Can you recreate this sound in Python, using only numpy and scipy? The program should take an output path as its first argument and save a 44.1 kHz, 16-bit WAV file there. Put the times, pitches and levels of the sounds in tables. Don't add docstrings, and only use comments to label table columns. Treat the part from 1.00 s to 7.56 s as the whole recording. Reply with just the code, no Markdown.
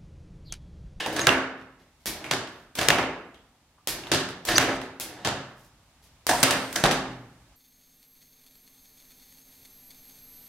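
import sys
import numpy as np
from scipy import signal
from scipy.fft import rfft, irfft, next_fast_len
from scipy.io import wavfile
from scipy.ndimage import uniform_filter1d

SR = 44100
rng = np.random.default_rng(int(sys.argv[2]) if len(sys.argv) > 2 else 0)


def materialize(psi):
    bounded = np.clip(np.atleast_2d(psi).T, -1, 1)
    quanta = np.round(bounded * 32767).astype(np.int16)
    wavfile.write(sys.argv[1], SR, quanta)


N = 289296

# f/Hz, level/dB
LIFT = [(50, -11), (130, 1.5), (240, -3), (350, -5), (490, -5), (620, -0.5), (900, -6), (1750, -5),
        (2200, -11), (3100, -7.5), (5000, -9.5), (8500, -16), (12000, -20.5), (16000, -39)]
DROP = [(45, -11.5), (140, -8.5), (280, -5), (400, -1), (700, 0), (1050, -3.5), (1500, -4.5), (2200, -5),
        (2800, -9), (4200, -13.5), (6200, -16.5), (7500, -19), (12000, -24), (16000, -32.5)]
REACH = [(50, -24.5), (115, -12.5), (200, -8), (400, -8.5), (560, 1.5), (750, -3.5), (1500, -4.5),
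         (2500, -9.5), (4500, -15.5), (6800, -23), (9000, -23.5), (13000, -32), (16000, -37)]
PULL = [(45, 1), (80, -17.5), (150, -0.5), (320, -2.5), (450, -5.5), (600, -4), (800, -11), (1100, -7),
        (1800, -7), (2600, -11.5), (3500, -10), (6500, -16), (11000, -22), (16000, -36)]
KICK = [(60, -24), (130, -9.5), (420, -9.5), (520, -9.5), (680, 1.5), (880, -7), (1100, -11), (1700, -8),
        (2300, -16.5), (6000, -16), (10000, -20), (16000, -33)]
HARDWARE = [(80, -10.5), (300, -7), (1000, 0.5), (2300, -3.5), (4000, -4.5), (7000, -8.5), (11000, -10.5),
            (16000, -23.5)]
CRACK = [(60, -22), (250, -17), (520, -4.5), (900, -14.5), (1550, 1.5), (2400, -3.5), (3300, 0.5),
         (4300, -6), (5700, -7), (8000, -11.5), (12000, -20.5), (16000, -21.5)]
VALVE = [(100, -6), (600, -1), (2000, -3), (5000, -1.5), (9000, -2.5), (14000, -4), (16000, -6.5)]
AIR = [(100, -1.5), (400, 0.5), (1300, -9.5), (2000, -0.5), (3100, -2.5), (4100, -1.5), (5200, -1),
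       (8000, -8.5), (11500, -6.5), (14000, -10.5), (16000, -16.5)]
SLIDE = [(60, -8), (146, -3), (230, -2.5), (370, 2), (480, -6), (640, -1), (1200, -7), (1750, -3),
         (2300, -9.5), (4400, -9.5), (9000, -18.5), (16000, -33.5)]
HUSH = [(20, -2), (45, -1), (80, -8), (125, -9.5), (200, -17), (280, -15), (400, -24), (800, -19),
        (1500, -24.5), (3700, -26), (7300, -29.5), (14000, -36), (16000, -45)]
STOP_SPECTRA = {"lift": LIFT, "drop": DROP, "reach": REACH, "pull": PULL}
# valve t/s, kind, valve/dB, air/dB, air treble/dB, kick-off/dB, slide/dB
MOVES = [ (0.127, "drop", -40, -45, -11, -34, -27.5), (1.0574, "lift", -23.5, -30, 5, -47.5, -42.5),
         (1.752, "drop", -33.5, -26, -9, -30.5, -28), (2.8725, "lift", -17.5, -28, 3.5, -46, -43),
         (3.4503, "drop", -30.5, -23, -6.5, -29.5, -23.5), (3.9984, "lift", -24.5, -35.5, 7.5, -58, -45),
         (5.2672, "reach", -13.5, -32, -4, -21.5, -34.5), (5.7267, "pull", -29.5, -28.5, -23, -34, -22.5)]
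# t/s, body/dB, bass/dB, treble/dB, crack/dB, ring/dB, resonance f/Hz, height/dB
STOPS = [ (0.2683, -17, -3.5, 0.5, -5.5, -24.5, 1500, 6.5), (1.3105, -23, -6, -1.5, -15, -39.5, 370, 5.5),
         (1.8841, -23, 7, 7, -9.5, -37, 1896, 0), (3.1156, -19.5, -3, 3, -19, -35, 370, 11.5),
         (3.5795, -23.5, -2, 4.5, -5.5, -30, 1578, 4), (4.2477, -22.5, -6.5, -4, -20, -32, 1730, -1),
         (5.4284, -22, 2.5, 17.5, -17.5, -24.5, 124.5, 9.5), (5.8372, -16.5, 0.5, -2, -11, -29.5, 805, 13)]
# t/s, kind, body/dB, treble/dB, crack/dB, resonance f/Hz, height/dB
REBOUNDS = [(0.2896, "drop", -20.5, -15, -4.5, 2850, 11.5), (1.334, "lift", -38.5, -8, -18.5, 1440, -2.5),
            (1.902, "drop", -21.5, 0, -10.5, 2844, 6.5), (3.135, "lift", -32, 6.5, -22.5, 4034, 7.5),
            (3.599, "drop", -25.5, 1, -20, 3300, 3.5), (4.2709, "lift", -28, -12.5, -15.5, 7360, 12),
            (5.433, "reach", -39.5, 20, -21.5, 9600, 10), (5.854, "pull", -30.5, -12.5, -10.5, 1220, 16)]
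# t/s, kind, body/dB, bass/dB, treble/dB, ring/dB
SETTLES = [(1.983, "drop", -23.5, 2, -8.5, -43), (3.680, "drop", -25, -0.5, -26, -28.5),
           (5.508, "reach", -27, 11.5, 14, -36), (5.910, "pull", -27, 0.5, 4, -36.5)]
# t/s, body/dB, resonance f/Hz, height/dB
KNOCKS = [(.06, -33.5, 740, 9), (.191, -31.5, 4100, -5), (1.241, -39.5, 2300, 12.5),
          (1.261, -45.5, 2410, 12.5), (1.472, -50, 6700, 2), (1.812, -28.5, 4230, -2.5),
          (2.343, -56.5, 3300, 12.5), (3.035, -46.5, 2850, 14), (3.068, -45, 3630, 7),
          (3.287, -43.5, 5360, 3.5), (3.512, -35.5, 4500, 8), (3.814, -43, 4070, 4)]
KICK_OFF = {"lift": (5, -6, 15, 399, 4), "drop": (3, 1.9, 7, 1550, 2), "reach": (-1.5, 2, -5.5, 791, 0.5),
            "pull": (1, 12.6, 8.1, 5900, 3.1)}
KICK_LAG_S = {"lift": .0104, "drop": .034, "reach": .023, "pull": .0297}
AIR_LAG_S = {"lift": .004, "drop": .018, "reach": .012, "pull": .033}
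# f/Hz, level/dB, t60/s
FRAME_MODES = [(125, -7, 0.68), (264, -2, 0.6), (274, -6.5, 0.5), (327.5, -8, 0.6), (381.3, -5, 0.72),
               (496.5, -10.5, 0.44), (581.6, -2.5, 0.32), (725, -12, 0.18), (802, -13, 0.25),
               (917, -12, 0.27), (1113, -9.5, 0.55), (1295, -8.5, 0.15), (1678, -14.5, .42),
               (1773, -14, 0.18), (2110, -17, 0.32), (2707, -16, 0.2), (2790, -17, 0.24), (3040, -19, 0.31),
               (3690, -15, 0.13), (4800, -20, 0.24), (6080, -18, 0.11)]
TRAVEL = {"lift": (1, 8, -8, 800.5, 3.5), "drop": (-5, 7, 0.5, 1743.5, 4),
          "reach": (1.5, 1, -6, 1601.5, 4.5), "pull": (-21, -14, -17.5, 1537, 7)}
# start/s, end/s, first/dB, last/dB, bass/dB, treble/dB, resonance f/Hz, height/dB
SHUDDERS = [(0, 0.058, -23, -36, -4, -0.5, 2960, 10), (0.06, 0.165, -33, -33.5, 6.5, -9, 300, 0),
            (3.601, 3.777, -26, -42, 1.5, -0.5, 1143, -6), (5.552, 5.775, -39.5, -43, -8.5, -17.5, 8800, 5),
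            (5.95, 6.143, -62, -39, 3, -2, 122, 33)]
SOLENOID = {"lift": (1.4, -13.5), "drop": (2.6, -3), "reach": (0.72, -13.5), "pull": (1.9, -8)}
PORT = {"lift": (0.004, 0.035, 11000, 2.4), "drop": (0.0092, 0.055, 4400, 4.7),
        "reach": (.006, .22, 8700, 11), "pull": (.006, .11, 10000, 3)}
# start/s, end/s, first f/Hz, last f/Hz, level/dB, roughness (0-1)
SQUEAKS = [(.054, .112, 780.6, 699, -31, .65), (0.194, 0.208, 4080, 3970, -32, 0.42),
           (.207, 0.236, 6600, 6250, -36.5, 0.4), (2.776, 2.814, 1042, 1180, -66, 0.86),
           (3.553, 3.573, 4920, 4710, -26, 0.6), (3.561, 3.59, 6000, 6100, -25.5, .65),
           (5.286, 5.361, 695, 960, -27, .75), (5.403, 5.408, 8800, 8300, -30, .3)]
# start/s, end/s, level/dB, treble/dB
RUSTLES = [(0.566, 0.647, -46, -23), (0.784, .841, -48.5, -19), (0.995, 1.055, -63, 0.5),
           (1.499, 1.661, -62, 1), (4.555, 4.696, -68, 15), (5.017, 5.09, -57.5, 4.5)]
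# t/s, level/dB
HUSH_LEVEL = [(0, -69), (1, -60.5), (2.7, -61.5), (4.901, -58.5), (5.2, -58), (6.5, -57)]
# f/Hz, t60/s
GARAGE_T60 = [(60, .59), (130, .95), (350, .74), (700, .67), (1400, .73), (2700, .6), (4000, .55),
              (5500, .48), (8000, .42), (11000, .31), (16000, .25)]
# f/Hz, side minus mid/dB
WIDTH = [(40, -24), (125, -30), (250, -24), (500, -16.5), (1000, -11), (2000, -4.5), (4000, 0), (12000, 2)]
# f/Hz, left minus right/dB
MIC_BALANCE = [(350, 0), (1000, -.3), (2200, -3.8), (4000, .3), (8000, .4), (14000, -.3)]


def blows():
    out = np.zeros((2, N))
    for s, kind, _, _, _, db, _ in MOVES:
        bass_db, treble_db, crack_db, *resonance = KICK_OFF[kind]
        kick = blow(KICK, db, db + crack_db, db - 17.5, bass_db, treble_db, *resonance, crack_ms=5)
        add(out, s + KICK_LAG_S[kind], kick)
    for (_, kind, *_), (s, db, bass_db, treble_db, crack_db, ring_db, *resonance) in zip(MOVES, STOPS):
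        slam = blow(STOP_SPECTRA[kind], db, crack_db, ring_db, bass_db, treble_db, *resonance)
        add(out, s, slam)
    for s, kind, db, treble_db, crack_db, *resonance in REBOUNDS:
        bounce = blow(STOP_SPECTRA[kind], db, crack_db, db - 11, 1.5, treble_db, *resonance, crack_ms=2.3)
        add(out, s, bounce)
    for s, kind, db, bass_db, treble_db, ring_db in SETTLES:
        add(out, s, blow(STOP_SPECTRA[kind], db, db + 2, ring_db, bass_db, treble_db, crack_ms=3))
    for s, db, *resonance in KNOCKS:
        add(out, s, blow(HARDWARE, db, db + 9, db - 19, 2.5, -3.5, *resonance, crack_ms=2.6))
    return out


def blow(spectrum, body_db, crack_db, ring_db, bass_db, treble_db, part_hz=1000, part_db=0,
         crack_ms=2.45, wood_decay_s=0.03):
    t = np.arange(SR) / SR
    clatter = gain_of(-2) * friction(SR, grain_db=9.5, grains_hz=596.3) * np.exp(-t / wood_decay_s)
    body = coloured(clatter + room_tail(), spectrum, bass_db, treble_db, part_hz, part_db, width=0.13)
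    crack = coloured(chatter(crack_ms), CRACK, 0, treble_db, part_hz, part_db)
    out = gain_of(body_db) * body
    add(out, 0, gain_of(crack_db) * crack)
    add(out, 0, gain_of(ring_db) * frame_ring())
    return out


def chatter(swell_ms, spread=0.92):
    u = np.arange(SR // 25) / SR * 1000 / swell_ms
    shape = u ** 2 * np.exp(1 - u ** 2)
    burst = rng.standard_normal(len(u)) * shape
    for _ in range(8):
        flat_spectrum = np.exp(1j * np.angle(rfft(burst)))
        burst = irfft(flat_spectrum, len(u)) * shape ** .5
    burst = evened(burst) + spread * evened(diffuse(len(u)) * shape)
    return evened(burst) * np.sqrt(np.mean(shape ** 2))


def frame_ring(build_s=0.0069):
    t = np.arange(SR) / SR
    ring = sum(gain_of(db - 60 * t / t60) * np.sin(2 * np.pi * (hz * t + rng.random()))
               for hz, db, t60 in FRAME_MODES)
    return gain_of(-2) * ring * (1 - np.exp(-t / build_s))


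def through_frame(x, q=50, fittings_hz=900):
    peaks = sum(gain_of(db / 4) * hz / (hz + fittings_hz) * resonate(x, hz, q)
                for hz, db, _ in FRAME_MODES)
    return gain_of(-0.99) * (x + 2 * gain_of(-7) * peaks)


def on_bench(x):
    return x + gain_of(-3) * resonate(x, hz=264.7, q=51)


def thumps(hz=137.7, swell_s=0.0085):
    out, t = np.zeros(N), np.arange(SR // 4) / SR
    push = np.sin(2 * np.pi * hz * t) * t / swell_s * np.exp(1 - t / swell_s)
    for s, body_db, bass_db, *_ in STOPS:
        add(out, s, gain_of(body_db + bass_db - 8.5) * push)
    return out


def loose_joints(ticks=8, spread_db=3, mean_wait_s=0.033, fade_db_per_s=85):
    out = np.zeros((2, N))
    for s, body_db, *_ in STOPS:
        for wait, size in zip(rng.exponential(mean_wait_s, ticks), rng.uniform(-1, 1, ticks)):
            tick_db = body_db - 15 + spread_db * size - fade_db_per_s * wait
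            tick = coloured(chatter(swell_ms=1), HARDWARE, treble_db=0.5)
            add(out, s + .02 + wait, gain_of(tick_db) * tick)
    return out


def strokes():
    out = np.zeros(N)
    for (s, kind, *_, db), (stop_s, *_) in zip(MOVES, STOPS):
        start = s + KICK_LAG_S[kind]
        change_db, *colour = TRAVEL[kind]
        add(out, start, scrape(stop_s - start, db, db + change_db, *colour))
    for start, end, *levels_and_colour in SHUDDERS:
        add(out, start, scrape(end - start, *levels_and_colour))
    return gain_of(-6) * in_garage(out, direct_db=1.5)


def scrape(length_s, first_db, last_db, *colour):
    count = int(length_s * SR)
    speed = gain_of(np.linspace(first_db, last_db, count)) * signal.windows.tukey(count, .05)
    rubbing = friction(SR, grain_db=2, grains_hz=303)[:count]
    return coloured(speed * rubbing, SLIDE, *colour)[0]


def friction(count, grain_db, grains_hz):
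    grain = np.arange(count) * grains_hz / SR
    sizes_db = grain_db * rng.standard_normal(SR // 10)
    strength = gain_of(np.interp(grain, np.arange(len(sizes_db)), sizes_db))
    return evened(rng.standard_normal(count) * strength)


def valves():
    out = np.zeros((2, N))
    for s, kind, db, *_ in MOVES:
        swell_ms, room_db = SOLENOID[kind]
        click = gain_of(room_db) * room_tail()
        add(click, 0, chatter(swell_ms))
        add(out, s, gain_of(db) * coloured(click, VALVE))
    return out


def exhaust():
    out, t = np.zeros(N), np.arange(SR // 2) / SR
    for s, kind, _, db, treble_db, *_ in MOVES:
        rise_s, decay_s, port_hz, port_db = PORT[kind]
        pressure = (1 - np.exp(-t / rise_s)) * np.exp(-t / decay_s)
        turbulence = pressure * rng.standard_normal(len(t))
        jet = coloured(turbulence, AIR, 0, treble_db, port_hz, port_db, width=0.078)[0]
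        add(out, s + AIR_LAG_S[kind], gain_of(db) * jet)
    return gain_of(-3) * in_garage(out, direct_db=3.5)


def squeaks(waver_hz=120, fade_db=-5.5):
    out = np.zeros(N)
    for start, end, first_hz, last_hz, db, rough in SQUEAKS:
        count = int((end - start) * SR)
        drift = evened(uniform_filter1d(rng.standard_normal(SR // 4), size=40))[:count]
        catches = evened(uniform_filter1d(rng.standard_normal(SR // 4), size=140))
        grip = evened(1 - rough + rough * catches)[:count]
        turns = np.cumsum(np.linspace(first_hz, last_hz, count) + waver_hz * drift) / SR
        fade = gain_of(db + np.linspace(0, fade_db, count)) * signal.windows.tukey(count, .3)
        add(out, start, fade * grip * np.sin(2 * np.pi * turns))
    return gain_of(-3) * in_garage(out, direct_db=9.5)


def rustles(bass_db=6):
    out = np.zeros(N)
    for start, end, db, treble_db in RUSTLES:
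        count = int((end - start) * SR)
        crinkle = friction(SR, grain_db=4, grains_hz=400)[:count] * signal.windows.tukey(count, .4)
        add(out, start, gain_of(db) * coloured(crinkle, AIR, bass_db, treble_db)[0])
    return gain_of(-7.5) * in_garage(out, direct_db=0)


def room_tail(build_s=0.00045):
    hz, t, bands = signal.stft(diffuse(SR), SR, nperseg=256)
    decay = gain_of(-60 * t / value_at(GARAGE_T60, hz)[:, None])
    dying = signal.istft(bands * decay, SR, nperseg=256)[1][:, :SR]
    return dying * (1 - np.exp(-np.arange(SR) / SR / build_s))


def in_garage(x, direct_db):
    room = room_tail()
    reverb = signal.fftconvolve(x[None], room / np.linalg.norm(room[0]), axes=1)[:, :N]
    return gain_of(direct_db) * x + reverb


def room_tone():
    level_db = np.interp(np.arange(N) / SR, *np.transpose(HUSH_LEVEL))
    rumble = coloured(diffuse(next_fast_len(N + SR)), HUSH, size=16384)
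    return gain_of(level_db) * rumble[:, SR // 2:][:, :N]


def diffuse(count):
    mid, side = rfft(rng.standard_normal((2, count)))
    width = gain_of(value_at(WIDTH, np.fft.rfftfreq(count, 1 / SR)))
    return irfft(np.array([mid + width * side, mid - width * side]) / np.sqrt(1 + width ** 2), count)


def coloured(x, spectrum, bass_db=0, treble_db=0, peak_hz=1000, peak_db=0, width=0.28, size=4096):
    hz = abs(np.fft.fftfreq(size, 1 / SR))
    resonance_db = peak_db / (1 + ((hz / peak_hz - 1) / width) ** 2)
    shelves_db = bass_db / (1 + (hz / 300) ** 2) + treble_db * hz ** 2 / (hz ** 2 + 4000 ** 2)
    gain = evened(gain_of(value_at(spectrum, hz) + resonance_db)) * gain_of(shelves_db)
    minimum_phase = np.exp(np.conj(signal.hilbert(np.log(gain))))
    taps = np.fft.ifft(minimum_phase).real
    return signal.fftconvolve(np.atleast_2d(x), taps[None, :size // 2], axes=1)


def resonate(x, hz, q):
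    return signal.lfilter(*signal.iirpeak(hz, q, fs=SR), x)


def gain_of(db):
    return 10 ** (np.asarray(db) / 20)


def evened(x):
    return x / np.sqrt(np.mean(x ** 2) + 1e-20)


def value_at(points, hz):
    f, value = np.transpose(points)
    return np.interp(np.log(hz + 1), np.log(f + 1), value)


def add(mix, s, sound):
    part = mix[..., max(round(s * SR), 0):][..., :sound.shape[-1]]
    part += sound[..., :part.shape[-1]]


def scene():
    arms = on_bench(through_frame(blows() + strokes())) + thumps() + loose_joints()
    return arms + valves() + exhaust() + squeaks() + rustles() + room_tone()


def record(dry, low_cut_hz=43, high_cut_hz=16000):
    size = next_fast_len(N + SR)
    lean_db = value_at(MIC_BALANCE, np.fft.rfftfreq(size, 1 / SR))
    heard = irfft(rfft(dry, size) * gain_of([lean_db / 2, -lean_db / 2]), size)[:, :N]
    low_cut = signal.butter(4, low_cut_hz, "high", fs=SR, output="sos")
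    clipped = np.clip(signal.sosfilt(low_cut, heard), -1, 1)
    high_cut = signal.firwin(255, high_cut_hz, window=("kaiser", 9), fs=SR)
    return signal.oaconvolve(clipped, high_cut[None], "same")


dry = scene()
out = record(dry)
materialize(out)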